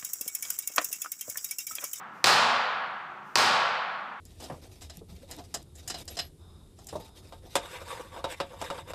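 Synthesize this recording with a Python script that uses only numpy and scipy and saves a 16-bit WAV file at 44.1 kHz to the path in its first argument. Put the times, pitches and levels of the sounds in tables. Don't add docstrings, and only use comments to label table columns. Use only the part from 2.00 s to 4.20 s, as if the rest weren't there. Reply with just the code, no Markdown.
import sys
import numpy as np
from scipy import signal
from scipy.fft import rfft, irfft, next_fast_len
from scipy.io import wavfile
from scipy.ndimage import uniform_filter1d

SR = 44100
rng = np.random.default_rng(int(sys.argv[2]) if len(sys.argv) > 2 else 0)


def int16_out(signal):
    q = np.round(np.clip(np.atleast_2d(signal).T, -1, 1) * 32767)
    wavfile.write(sys.argv[1], SR, q.astype(np.int16))


N = 97020


def amp(db):
    return 10 ** (np.asarray(db) / 20)


def read(points, hz, column=1):
    table = np.array(points)
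    return np.interp(np.log(hz + 1), np.log(table[:, 0] + 1), table[:, column])


def add(mix, start_s, sound):
    at = int(round(start_s * SR))
    sound = sound[max(-at, 0):]
    part = mix[max(at, 0):][:len(sound)]
    part += sound[:len(part)]


def colour(x, db_of):
    size = 2 * next_fast_len(len(x), True)
    gain_db = np.maximum(db_of(np.fft.rfftfreq(size, 1 / SR)), -100)
    cepstrum = irfft(np.log(amp(gain_db)))
    cepstrum[1:size // 2] *= 2
    cepstrum[size // 2 + 1:] = 0
    return irfft(rfft(x, size) * np.exp(rfft(cepstrum)))[:len(x)]


def ventilation():
    # frequency in Hz, relative level of the air noise in dB.
    air_spectrum = [(25, -38), (55, -16), (110, -8), (200, 1.5), (300, -3), (600, -7), (1500, -18),
                    (3000, -24.5), (6000, -29), (9000, -36.5), (10500, -43.5), (15000, -39.5)]
    # pitch in Hz, RMS level in dB outside the swell.
    hum_tones = [(145.3, -72.5), (204.6, -67.5), (360.7, -70.5)]
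    air_db, swell_db, swell_at_s, swell_width_s = -57.5, 4, 1.13, 0.16
    t = np.arange(N) / SR
    air_gain = amp(read(air_spectrum, np.fft.rfftfreq(N, 1 / SR)))
    air = irfft(rfft(rng.standard_normal(N)) * air_gain, N)
    hum = sum(amp(db) * np.sqrt(2) * np.sin(2 * np.pi * (hz * t + rng.random())) for hz, db in hum_tones)
    swell = amp(swell_db * np.exp(-((t - swell_at_s) / swell_width_s) ** 2))
    return amp(air_db) * air / air.std() + swell * hum


def diffuse(size):
    spectrum = rfft(rng.standard_normal(size))
    spectrum /= np.sqrt(uniform_filter1d(abs(spectrum) ** 2, 30 * size // SR))
    return irfft(spectrum, size) * np.sqrt(size)


def hall(t, reflections):
    # frequency in Hz, relative level in dB, seconds to fall by 60 dB.
    reverb = [(30, -42, 0.87), (73.7, -25, 1.1), (124, -13, 0.9), (200, -16, 1.27), (316, -11, 0.52),
              (509, -6.5, 1.58), (840, -0.5, 2), (1296, 0, 2.15), (1574, -4.5, 2.02), (2130, -6.5, 1.74),
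              (3310, -6, 1.268), (4940, -4.5, 0.84), (5800, -12, 0.79), (8050, -14.5, 0.56),
              (10900, -24, 0.46), (15000, -27, 0.35)]
    # centre of a resonance in Hz, width in Hz, boost or cut in dB.
    resonances = [(117.5, 9.1, 8.5), (171.7, 17, 6.5), (227.1, 8.1, 11), (238, 5.7, -1.5),
                  (251.6, 10, 12.5), (384, 10.3, 5.5), (451, 5, 5), (517, 11, 4.5), (760, 52, 2.5),
                  (862, 16, 1.5), (920, 12, 0.5), (965, 6, 0.5), (1118, 12, 6), (1347, 25, 2.5),
                  (1480, 87, 2.5), (1660, 26, 6.5), (1787, 13, -1), (1865, 40, 2.5)]
    gain_db, build_s, late_fill_db, late_fill_s = 33, 0.0036, 6, 0.14
    hz, spectrum = np.fft.rfftfreq(len(t), 1 / SR), rfft(reflections)
    centres = np.geomspace(30, 16000, 28)
    tail = np.zeros(len(t))
    for centre, pick in zip(centres, np.eye(len(centres))):
        band = irfft(spectrum * np.interp(hz, centres, pick), len(t))
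        tail += band * amp(-60 * t / read(reverb, centre, column=2))
    build = 1 - np.exp(-t / build_s)
    fill = amp(gain_db - late_fill_db * np.exp(-t / late_fill_s))
    tail *= build * fill / np.sqrt(SR / 10)

    def tone_db(f):
        peaks = sum(db / (1 + (2 * (f - mid) / width) ** 2) for mid, width, db in resonances)
        return read(reverb, f) + peaks
    return colour(tail, tone_db)


def swish(length_s=0.16, gain_db=-71):
    # frequency in Hz, relative level in dB.
    cloth_spectrum = [(1000, -7), (3000, 0), (6000, 7.5), (9000, 1), (12000, 0), (15000, 3)]
    progress = np.arange(0, 1, 1 / (length_s * SR))
    hiss = rng.standard_normal(len(progress)) * np.sin(np.pi * progress)
    return colour(hiss, lambda hz: read(cloth_spectrum, hz) + gain_db)


def board_chirp(size=2048, gain_db=13):
    # frequency in Hz, relative level in dB.
    bending_spectrum = [(2500, -39), (4000, -3.5), (5000, 2.5), (6500, -8.5), (8500, -11), (11000, -26.5),
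                        (15000, -33.5)]
    critical_hz, air_travel_s = 4200, 0.0034
    hz = np.fft.rfftfreq(size, 1 / SR)
    lead_s = air_travel_s * (1 - np.sqrt(critical_hz / np.maximum(hz, critical_hz)))
    phase = 2 * np.pi * np.cumsum(lead_s) * SR / size
    wave = amp(read(bending_spectrum, hz) + gain_db) * np.exp(1j * phase)
    return -np.fft.fftshift(irfft(wave))


def crack(t, gain_db=10):
    # frequency in Hz, relative level in dB.
    pulse_spectrum = [(40, -32.5), (200, -12), (420, -1.5), (1000, 3.5), (2000, 3.5), (3500, -4.5),
                      (5500, -7.5), (9000, -16.5), (15000, -16)]
    impulse = 1. * (t == 0)
    return -colour(impulse, lambda hz: read(pulse_spectrum, hz) + gain_db)


def scatter(t, t60_s=0.06, gain_db=11):
    # frequency in Hz, relative level in dB.
    rattle_spectrum = [(60, -11), (300, -2), (900, 5.5), (2200, -2), (4700, 4.5), (7000, -7), (10000, -19),
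                       (15000, -24)]
    burst = rng.standard_normal(len(t)) * amp(-60 * t / t60_s)
    return colour(burst / np.linalg.norm(burst), lambda hz: read(rattle_spectrum, hz) + gain_db)


def boom_and_knock(t):
    # pitch in Hz, relative starting level in dB, seconds to fall by 60 dB.
    modes = [(114.4, -43.5, 0.53), (785, -25, 0.18), (965, -25, 0.22), (1089, -25.5, 0.17)]
    return sum(amp(db - 60 * t / t60) * np.cos(2 * np.pi * hz * t) for hz, db, t60 in modes)


def treble_ripple(hz, depth_db=1.85, corner_hz=4540):
    grid_hz = np.arange(0, SR / 2, 10)
    wobble = uniform_filter1d(rng.standard_normal(len(grid_hz)), 11)
    treble = grid_hz ** 2 / (grid_hz ** 2 + corner_hz ** 2)
    ripple_db = depth_db * treble * wobble / wobble.std()
    return read(np.column_stack([grid_hz, ripple_db]), hz)


def scene():
    # impact time in seconds, gain in dB, treble tilt in dB per octave, extra direct sound
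    # in dB. Only the tail of the first slam is heard.
    slams = [(-0.91, 0.35, 0.5, 0), (0.2431, -0.15, 0.14, 0.5), (1.3570, -1.07, -0.87, 1.5)]
    # delay of a distinct reflection in seconds, gain in dB.
    echoes = [(.0027, -6), (.0166, -4), (.0285, -6)]
    swish_lead_s, tilt_from_hz, echo_dull_hz = 0.135, 2270, 12000
    hall_delay_s, hall_likeness = 0.016, 0.78
    out, t = ventilation(), np.arange(2 * SR) / SR
    shared = diffuse(len(t))
    direct = board_chirp()
    lead_s = len(direct) / 2 / SR
    add(direct, lead_s, crack(t))
    echo = colour(direct, lambda hz: -10 * np.log10(1 + (hz / echo_dull_hz) ** 2))
    for impact_s, db, tilt_db, direct_db in slams:
        add(out, impact_s - swish_lead_s, swish())
        slam = np.zeros(len(t))
        add(slam, 0, amp(direct_db) * direct)
        add(slam, lead_s, scatter(t) + boom_and_knock(t))
        for delay_s, echo_db in echoes:
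            add(slam, delay_s, amp(echo_db) * echo)
        reflections = hall_likeness * shared + np.sqrt(1 - hall_likeness ** 2) * diffuse(len(t))
        add(slam, lead_s + hall_delay_s, hall(t, reflections))
        slam = colour(slam, lambda hz: db + treble_ripple(hz) + tilt_db * np.log2(1 + hz / tilt_from_hz))
        add(out, impact_s - lead_s, slam)
    return out[None]


def record(dry):
    overload, low_cut_hz, high_cut_hz = 1.1, 48, 15300
    rounded = overload * np.tanh(dry / overload)
    thinned = signal.sosfilt(signal.butter(1, low_cut_hz, "high", fs=SR, output="sos"), rounded)
    band_limit = signal.firwin(401, high_cut_hz, window=("kaiser", 9), fs=SR)
    return signal.oaconvolve(thinned, band_limit[None], "same")


dry = scene()
out = record(dry)
int16_out(out)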